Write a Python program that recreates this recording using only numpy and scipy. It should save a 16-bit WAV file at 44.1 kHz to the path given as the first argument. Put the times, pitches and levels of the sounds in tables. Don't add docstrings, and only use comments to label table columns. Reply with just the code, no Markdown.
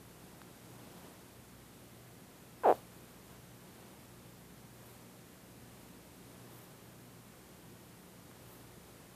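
import sys
import numpy as np
from scipy import signal
from scipy.fft import rfft, irfft
from scipy.io import wavfile
from scipy.ndimage import uniform_filter1d

SR = 44100
rng = np.random.default_rng(int(sys.argv[2]) if len(sys.argv) > 2 else 0)


def transcribe(signal):
    frames = np.atleast_2d(signal).T
    limited = np.clip(frames, -1, 1)
    pcm = np.round(limited * 32767).astype(np.int16)
    wavfile.write(sys.argv[1], SR, pcm)


N = 403515
TIME_S = np.arange(N) / SR

# (time [s], rate [Hz])
PULSE_RATE = [(2.6331, 560), (2.6446, 460), (2.6546, 404), (2.6646, 283), (2.6796, 216), (2.6996, 161),
              (2.7266, 60)]
# (centre [Hz], width [Hz], gain [dB])
THROAT_MODES = [(429, 133, -2.5), (750, 171, 5.5), (977, 637, -5), (1300, 270, -24), (1530, 270, -16.5),
                (1880, 250, -29), (2380, 460, -24.5), (3500, 400, -40)]
# (head time [s], back time [s], back rise [s], head rub [dB], back rub [dB], tail flick [dB])
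HAND_STROKES = [ (.25, .99, 0.35, -65.5, -58, -72), (2.05, 2.98, .11, -75, -63, -69),
                (3.82, 4.9, .11, -62, -63, -65), (5.8, 6.59, 0.37, -64.5, -60.5, -62),
                (7.4, 8.52, 0.16, -75, -62.5, -62.5), (8.94, 10.1, .2, -64.5, -62.5, -66)]
# (time [s], half length [s], dull rub [dB], high rustle [dB])
CLOTH_RUSTLES = [(2.724, 0.063, -52.5, -62), (3.33, .05, -60.5, -76)]
# (frequency [Hz], relative density [dB])
RUB_SPECTRUM = [(100, -13), (200, -2), (350, 0.5), (600, -5), (1000, -7), (2000, -17), (4000, -18.5),
                (8000, -29.5), (14000, -34)]
# (time [s], peak [dB])
SKIN_TICKS = [(0.417, -39), (8.314, -47)]
# (centre [Hz], width [Hz], relative gain [dB])
SKIN_TICK_MODES = [(900, 500, -3), (1450, 610, -2), (3900, 1000, -16), (7000, 2000, -29)]
# (frequency [Hz], rms level [dB])
HUM_TONES = [(59.3, -73.5), (60, -77), (118.6, -73), (120, -66), (179.8, -67.5), (210, -76.5), (240, -75),
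             (270, -77), (300, -79), (330, -85), (360, -75), (480, -80.5), (540, -89)]
# (frequency [Hz], rms level [dB])
WHINE_TONES = [(10201, -90), (13501, -89)]
# (frequency [Hz], relative density [dB])
AIR_SPECTRUM = [(20, -20), (45, -14), (80, -3), (150, 1), (250, -1.5), (400, -4.5), (700, -9.5),
                (1200, -13), (2500, -17.5), (5800, -22), (7800, -20.5), (10500, -21), (14500, -21)]


def grunt(max_open_s=0.0017, rasp=0.1, taut_db=-3, scatter_db=0.7, tissue_hz=3600):
    start_s, end_s = PULSE_RATE[0][0], PULSE_RATE[-1][0]
    rate_hz = np.interp(TIME_S, *np.transpose(PULSE_RATE))
    voiced = (TIME_S > start_s) & (TIME_S < end_s)
    cycle, phase = np.divmod(np.cumsum(rate_hz * voiced) / SR, 1)
    taut = tautness(rate_hz)
    open_share = np.minimum(max_open_s * rate_hz, 0.32 * taut + 0.5 * (1 - taut))
    open_phase = np.clip(1 - (1 - phase) / open_share, 0, 1)
    flow_slope = open_phase * (2 - 3 * open_phase)
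    puffs = flow_slope + rasp * open_phase * rng.standard_normal(N)
    shimmer_db = scatter_db * rng.standard_normal(N)[cycle.astype(int)]
    puffs *= undb(effort_db(start_s, end_s) + taut_db * taut + shimmer_db)
    rounded = signal.sosfilt(signal.butter(2, tissue_hz, fs=SR, output="sos"), puffs + 1e-18)
    return -ring(rounded, THROAT_MODES)


def tautness(rate_hz, slacken_hz=425, range_hz=20):
    return (1 + np.tanh((rate_hz - slacken_hz) / range_hz / 2)) / 2


def effort_db(start_s, end_s, hold_db=-5, build_s=0.065, build_db=-7, sag_s=0.014, sag_db=-3.5):
    onset = np.clip(1 - (TIME_S - start_s) / build_s, 0, 1)
    run_out = np.clip(1 - (end_s - TIME_S) / sag_s, 0, 1)
    return hold_db + build_db * onset + sag_db * run_out


def rubbing(touch_s=0.15, lift_s=0.17, flick_s=0.055, firm_db=-58.5, swish_db=-68.5, swish_power=0.66):
    rubs, flicks = [], []
    for head_s, back_s, rise_s, head_db, back_db, flick_db in HAND_STROKES:
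        rubs.append(undb(head_db) * swell(head_s, touch_s, touch_s))
        rubs.append(undb(back_db) * swell(back_s, rise_s, lift_s))
        flicks.append(undb(flick_db) * swell(back_s, flick_s, flick_s))
    for time_s, half_s, rub_db, rustle_db in CLOTH_RUSTLES:
        envelope = swell(time_s, half_s, half_s)
        rubs.append(undb(rub_db) * envelope)
        flicks.append(undb(rustle_db) * envelope)
    pressure = np.linalg.norm(rubs, axis=0)
    rub = pressure * colour(friction(grain_db=1, grain_hz=89.2), RUB_SPECTRUM)
    swish_gain = undb(swish_db) * (pressure / undb(firm_db)) ** swish_power
    swish = swish_gain * fine_friction(centre_hz=9500, width_hz=9300)
    flick = sum(flicks) * fine_friction(centre_hz=13900, width_hz=5500)
    return rub + swish + flick


def friction(grain_db, grain_hz):
    return rng.standard_normal(N) * undb(grain_db * walk(grain_hz))


def fine_friction(centre_hz, width_hz):
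    slips = friction(grain_db=2.5, grain_hz=400)
    band = resonance(resonance(slips, centre_hz, width_hz), centre_hz, width_hz)
    return band / np.std(band)


def ticks():
    clicks = np.zeros(N)
    for time_s, peak_db in SKIN_TICKS:
        clicks[int(time_s * SR)] = undb(peak_db)
    rung = ring(clicks, SKIN_TICK_MODES)
    return rung * clicks.max() / np.abs(rung).max()


def bedroom(x, wet_db=-18, t60_s=0.14, delay_s=0.0039, cutoff_hz=2500):
    t = TIME_S[:SR // 2]
    tail = rng.standard_normal(len(t)) * np.exp(-np.log(1000) * t / t60_s) * (t > delay_s)
    tail = signal.sosfilt(signal.butter(1, cutoff_hz, fs=SR, output="sos"), tail / np.linalg.norm(tail))
    return x + undb(wet_db) * signal.fftconvolve(x, tail)[:N]


def background(waver_db=1.1, wander_rad=0.43, air_db=-56.5, air_waver_db=0.04):
    hum = np.zeros(N)
    for hz, db in HUM_TONES:
        level = undb(db + waver_db * walk(rate_hz=4))
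        phase_rad = 2 * np.pi * (hz * TIME_S + rng.random()) + wander_rad * walk(rate_hz=3)
        hum += level * np.sin(phase_rad)
    whine = sum(undb(db) * np.sin(2 * np.pi * hz * TIME_S) for hz, db in WHINE_TONES)
    air = colour(rng.standard_normal(N), AIR_SPECTRUM) * undb(air_db + air_waver_db * walk(rate_hz=3.6))
    return np.sqrt(2) * (hum + whine) + air


def undb(db):
    return 10 ** (np.asarray(db) / 20)


def swell(peak_s, rise_s, fall_s):
    sigma_s = np.where(TIME_S < peak_s, rise_s, fall_s)
    return np.exp(-np.minimum(((TIME_S - peak_s) / sigma_s) ** 2 / 2, 20))


def walk(rate_hz):
    hold = max(int(SR / rate_hz), 1)
    steps = np.repeat(rng.standard_normal(N // hold + 1), hold)
    return 1.3 * uniform_filter1d(uniform_filter1d(steps, hold), hold)[:N]


def colour(x, spectrum):
    hz, db = np.transpose(spectrum)
    bins_hz = np.maximum(np.arange(N // 2 + 1) * SR / N, 1)
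    gain = undb(np.interp(np.log(bins_hz), np.log(hz), db))
    shaped = irfft(rfft(x) * gain, N)
    return shaped / np.std(shaped)


def resonance(x, centre_hz, width_hz):
    b, a = signal.iirpeak(min(centre_hz, 0.45 * SR), centre_hz / width_hz, SR)
    return signal.lfilter(b, a, x + 1e-18)


def ring(x, modes):
    return sum((-1) ** k * undb(db) * resonance(x, hz, width_hz)
               for k, (hz, width_hz, db) in enumerate(modes))


def scene():
    mono = bedroom(grunt() + ticks()) + rubbing() + background()
    return np.array([mono, mono])


def record(dry):
    cutoff_hz = 14600
    return signal.sosfilt(signal.ellip(12, 0.1, 70, cutoff_hz, fs=SR, output="sos"), dry)


dry = scene()
out = record(dry)
transcribe(out)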